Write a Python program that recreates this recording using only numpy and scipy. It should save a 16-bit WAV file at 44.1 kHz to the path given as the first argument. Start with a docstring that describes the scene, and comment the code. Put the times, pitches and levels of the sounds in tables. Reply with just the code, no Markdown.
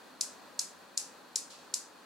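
"""Steel ball cradle at dusk

A cradle of hanging steel balls clicks five times outdoors, over the steady rumble of a town.
Each click is a small tick, then four contacts running through the row within 5 ms.
A bright wash from nearby walls follows, with a faint ring of the frame.
One far clack sounds between the last two clicks."""
import sys
import numpy as np
from scipy import signal
from scipy.fft import rfft, irfft
from scipy.io import wavfile
from scipy.ndimage import uniform_filter1d

SR = 44100
rng = np.random.default_rng(int(sys.argv[2]) if len(sys.argv) > 2 else 0)


def persist_wave(psi):
    """Save psi, clipped to +-1, as 16-bit WAV."""
    counts = np.round(np.clip(psi, -1, 1) * 32767).astype(np.int16)
    wavfile.write(sys.argv[1], SR, np.atleast_2d(counts).T)


N = 90404


def undb(db):
    """Decibels to gain."""
    return 10 ** (np.asarray(db) / 20)


def unit(x):
    """Scale to an average energy of one per channel."""
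    return x / np.sqrt(np.mean(np.sum(x ** 2, axis=-1)) + 1e-18)


def pan(db):
    """Stereo gains that put the left db above the right."""
    return undb(np.array([[db], [-db]]) / 2)


def stereo(mid, side, width):
    """Mid and side to left and right: width 0 is mono, 1 is fully wide."""
    return (mid + width * side * np.array([[1], [-1]])) / np.sqrt(1 + width ** 2)


def noise(width, size=N):
    """White noise of a given stereo width."""
    return stereo(*rng.standard_normal((2, size)), width)


def equalise(x, curve, size=8192):
    """Minimum-phase EQ through (Hz, dB) points, so nothing rings ahead of an attack."""
    hz, db = np.array(curve, float).T
    grid = np.maximum(np.arange(size // 2 + 1) * SR / size, 1)
    gain = undb(np.interp(np.log(grid), np.log(hz), db))
    cepstrum = irfft(np.log(gain))
    cepstrum[1:size // 2] *= 2
    cepstrum[size // 2 + 1:] = 0
    impulse = irfft(np.exp(rfft(cepstrum)))
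    return signal.fftconvolve(x, impulse[None], axes=1)[:, :x.shape[1]]


def decay(t, t60):
    """Exponential fall of 60 dB in t60 seconds."""
    return np.exp(-np.log(1000) * t / t60)


def add(out, x, start):
    """Mix a sound in at a time in seconds."""
    i = int(start * SR)
    out[:, i:i + x.shape[1]] += x[:, :max(N - i, 0)]


def ground_reflections(x, depth_db=1.35, spacing_hz=110):
    """Reflections off the ground put shallow random peaks and dips in the lower spectrum."""
    f = np.arange(N // 2 + 1) * SR / N
    ripple = np.interp(f / spacing_hz, np.arange(32), rng.standard_normal(32), right=0)
    return irfft(rfft(x) * undb(depth_db * ripple), N)


# The town's rumble and hiss. Each row: frequency in Hz, relative level in dB.
TOWN_EQ = [(25, -30), (60, -25.5), (90, -17), (125, -17.5), (180, -5), (260, 0), (360, -2.5), (520, -1.5),
           (900, 1), (1500, -3), (2200, -10.5), (3500, -11.5), (4400, -9), (5200, -16.5), (7300, -17.5),
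           (9500, -21), (15500, -25.5)]

def traffic(level_db=-53.5, fade_db_per_s=0.5, swell_db=0.65, crossover_hz=9000):
    """A bed of distant traffic that swells slightly; its hiss is wider than its rumble."""
    t, f = np.arange(N) / SR, np.arange(N // 2 + 1) * SR / N
    hiss_share = f ** 2 / (f ** 2 + crossover_hz ** 2)
    rumble = rfft(noise(width=0.48)) * np.sqrt(1 - hiss_share)
    hiss = rfft(noise(width=0.89)) * np.sqrt(hiss_share)
    slow_spectrum = rfft(rng.standard_normal(N)) * np.exp(-f / 4)
    swell = unit(irfft(slow_spectrum, N)) * np.sqrt(N)
    bed = unit(equalise(ground_reflections(irfft(rumble + hiss, N)), TOWN_EQ)) * np.sqrt(N)
    return bed * undb(level_db - fade_db_per_s * t + swell_db * swell)


# Far engines and, last, a thin hiss. Each row: centre in Hz, bandwidth in Hz, level in dB,
# loudest moment in seconds, spread either side of it in seconds.
DRONE_BANDS = [(89.2, 8, -84.5, 0.97, .6), (186, 21.4, -76, .6, 1.0), (266.5, 32, -65.5, 0.14, .35),
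               (266, 32, -74, 1.4, .4), (4320, 280, -75, 1.0, 3)]

def drones():
    """Far engines and a thin hiss: narrow bands of noise that rise and fall away."""
    t, f = np.arange(N) / SR, np.arange(N // 2 + 1) * SR / N
    out = np.zeros((2, N))
    for hz, bandwidth, db, peak_s, spread_s in DRONE_BANDS:
        band = np.exp(-2 * ((f - hz) / bandwidth) ** 2)
        drone = unit(irfft(rfft(noise(width=0.48)) * band, N)) * np.sqrt(N)
        out += undb(db) * drone * np.exp(-0.5 * ((t - peak_s) / spread_s) ** 2)
    return out


# The thin, bright tick. Each row: frequency in Hz, relative level in dB.
TICK_EQ = [(60, -50), (400, -28), (2500, -10), (4500, -7), (7500, 4.5), (10500, -5), (13000, -13),
           (16000, -34)]

def tick(size=512):
    """The ball's first touch: a sharp impulse and a millisecond of rattle."""
    rattle = unit(noise(width=0.3, size=size) * decay(np.arange(size) / SR, t60=0.0037))
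    return unit(equalise(undb(-7) * rattle - signal.unit_impulse(size), TICK_EQ))


# The tone of steel on steel. Each row: frequency in Hz, relative level in dB.
STEEL_EQ = [(60, -60), (400, -32), (1800, -30), (2700, -23), (3300, -19), (3800, -8.5), (4400, -1.5),
            (5400, 1.5), (6100, -0.5), (7000, 4), (7900, -1.5), (8900, -9.5), (10000, -8), (11600, -13),
            (13200, -29), (16000, -50)]

def contact(tilt_db, length_s=0.00065, smooth_hz=1500, wide_hz=10900, size=1024):
    """One ball knocks the next: a tiny noise burst, fully wide in the top treble."""
    t, f = np.arange(size) / SR, np.arange(size // 2 + 1) * SR / size
    window = np.sin(np.pi * np.minimum(t / length_s, 1)) ** 0.25
    bursts = rfft(rng.standard_normal((2, size)) * window)
    # Flatten each burst so that all knocks share the same broad tone.
    power = uniform_filter1d(abs(bursts) ** 2, int(smooth_hz * size / SR), axis=1)
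    mid, side = bursts / np.sqrt(power)
    spectrum = stereo(mid, side, width=0.2 + np.minimum(f / wide_hz, 1) ** 4)
    knock = irfft(spectrum * undb(tilt_db * np.log2(f + 1)))
    knock[:, size // 2:] = 0
    return unit(equalise(knock, STEEL_EQ))


# The knocks along the row. Each row: delay after the tick in ms, relative level in dB.
ROW_CONTACTS = [(1.3, -0.2), (2.2, 0.5), (3.15, 0.7), (3.8, -0.5)]

def click(out, start, db, pan_db, tilt_db, jitter_ms=0.08):
    """A ball lands with a tick, and the blow runs through the row in four contacts."""
    add(out, undb(-17) * tick(), start)
    for delay_ms, contact_db in ROW_CONTACTS:
        lag_s = (delay_ms + jitter_ms * rng.standard_normal()) / 1000
        add(out, undb(db + contact_db - 6.8) * pan(pan_db) * contact(tilt_db), start + lag_s)


def reflections(paths, curve, t60, rise_s):
    """Noise shaped into dense reflections that build and die away, sooner above 9 kHz."""
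    t = np.arange(paths.shape[1]) / SR
    low = signal.sosfiltfilt(signal.butter(2, 9000, fs=SR, output="sos"), paths)
    tail = low * decay(t, t60) + (paths - low) * decay(t, t60 / 1.38)
    return unit(equalise(tail * np.minimum(t / rise_s, 1), curve))


def early_reflections():
    """Surfaces close by throw back a short, steely splash."""
    return reflections(noise(width=0.52, size=SR // 4), STEEL_EQ, t60=0.022, rise_s=0.0012)


# The bright return from the walls. Each row: frequency in Hz, relative level in dB.
WALL_EQ = [(60, -62), (400, -39), (1700, -23), (2500, -13.5), (3200, -15), (4200, -5), (5400, -1.5),
           (6600, 1), (7900, 0), (8800, -3.5), (10500, -5.5), (12000, -13.5), (13500, -21), (16000, -38)]
WALL_WIDTH = 0.73

def wall_wash(repeating_paths):
    """The walls' tail: some reflections repeat on every click, others are new each time."""
    paths = repeating_paths + 0.76 * noise(WALL_WIDTH, size=SR)
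    return pan(1.5) * reflections(paths, WALL_EQ, t60=0.32, rise_s=0.0032)


# The frame's modes. Each row: frequency in Hz, relative level in dB.
FRAME_MODES = [(4506, -7), (5160, 9), (5524, -3), (6011, -3), (6473, -3), (6621, -7), (6877, 7), (7340, 3),
               (7808, -7), (8343, 2), (8626, -6), (8761, -3), (9147, 6), (10663, -1)]

def frame_ring():
    """The frame rings in decaying sine modes, with a different phase at each ear."""
    t = np.arange(SR) / SR
    modes = sum(undb(db) * np.sin(2 * np.pi * (hz * t + rng.random((2, 1)))) for hz, db in FRAME_MODES)
    return modes * decay(t, t60=0.34)


def wall_echo():
    """A short slap back from the walls."""
    return reflections(noise(WALL_WIDTH, size=SR // 4), WALL_EQ, t60=0.03, rise_s=0.0024)


# The swings landing. Each row: start in seconds, then the contacts' relative level in dB,
# pan to the left in dB and brightness in dB per octave.
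LANDINGS = [(0.2091, 0, 1.8, 0), (.5914, -0.3, 3, -1), (.9741, -.3, 2.5, 0.5), (1.3567, -0.1, 3, -.5),
            (1.7389, 0, 3.5, 1)]

def cradle():
    """Each landing clicks, sets the frame ringing and comes back off the surroundings."""
    out = np.zeros((2, N))
    repeating_paths = noise(WALL_WIDTH, size=SR)
    for start, db, pan_db, tilt_db in LANDINGS:
        click(out, start, db, pan_db, tilt_db)
        add(out, undb(-14) * early_reflections(), start + 0.005)
        add(out, undb(-5.9) * wall_wash(repeating_paths), start + 0.005)
        add(out, undb(-57) * frame_ring(), start + 0.005)
        add(out, undb(-19) * wall_echo(), start + 0.022)
    return out


# The duller tone of the far clack. Each row: frequency in Hz, relative level in dB.
FAR_CLACK_EQ = [(300, -24), (1800, -25), (2600, -3), (3400, -3), (4200, 1.5), (5500, -2), (7500, -2),
                (9000, -12), (10500, -10), (13000, -23), (16000, -42)]

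def far_clack():
    """A faint clack from further off, heard as a tail of reflections."""
    out = np.zeros((2, N))
    clack = reflections(noise(WALL_WIDTH, size=SR), FAR_CLACK_EQ, t60=0.59, rise_s=0.006)
    add(out, undb(-17.5) * clack, start=1.499)
    return out


def scene():
    """The cradle in front; the far clack behind, and the town a touch to the left."""
    return cradle() + far_clack() + pan(0.95) * (traffic() + drones())


def record(dry):
    """A steep high cut at 15.8 kHz."""
    return signal.sosfilt(signal.ellip(8, 0.2, 70, 15800, fs=SR, output="sos"), dry)


dry = scene()
out = record(dry)
persist_wave(out)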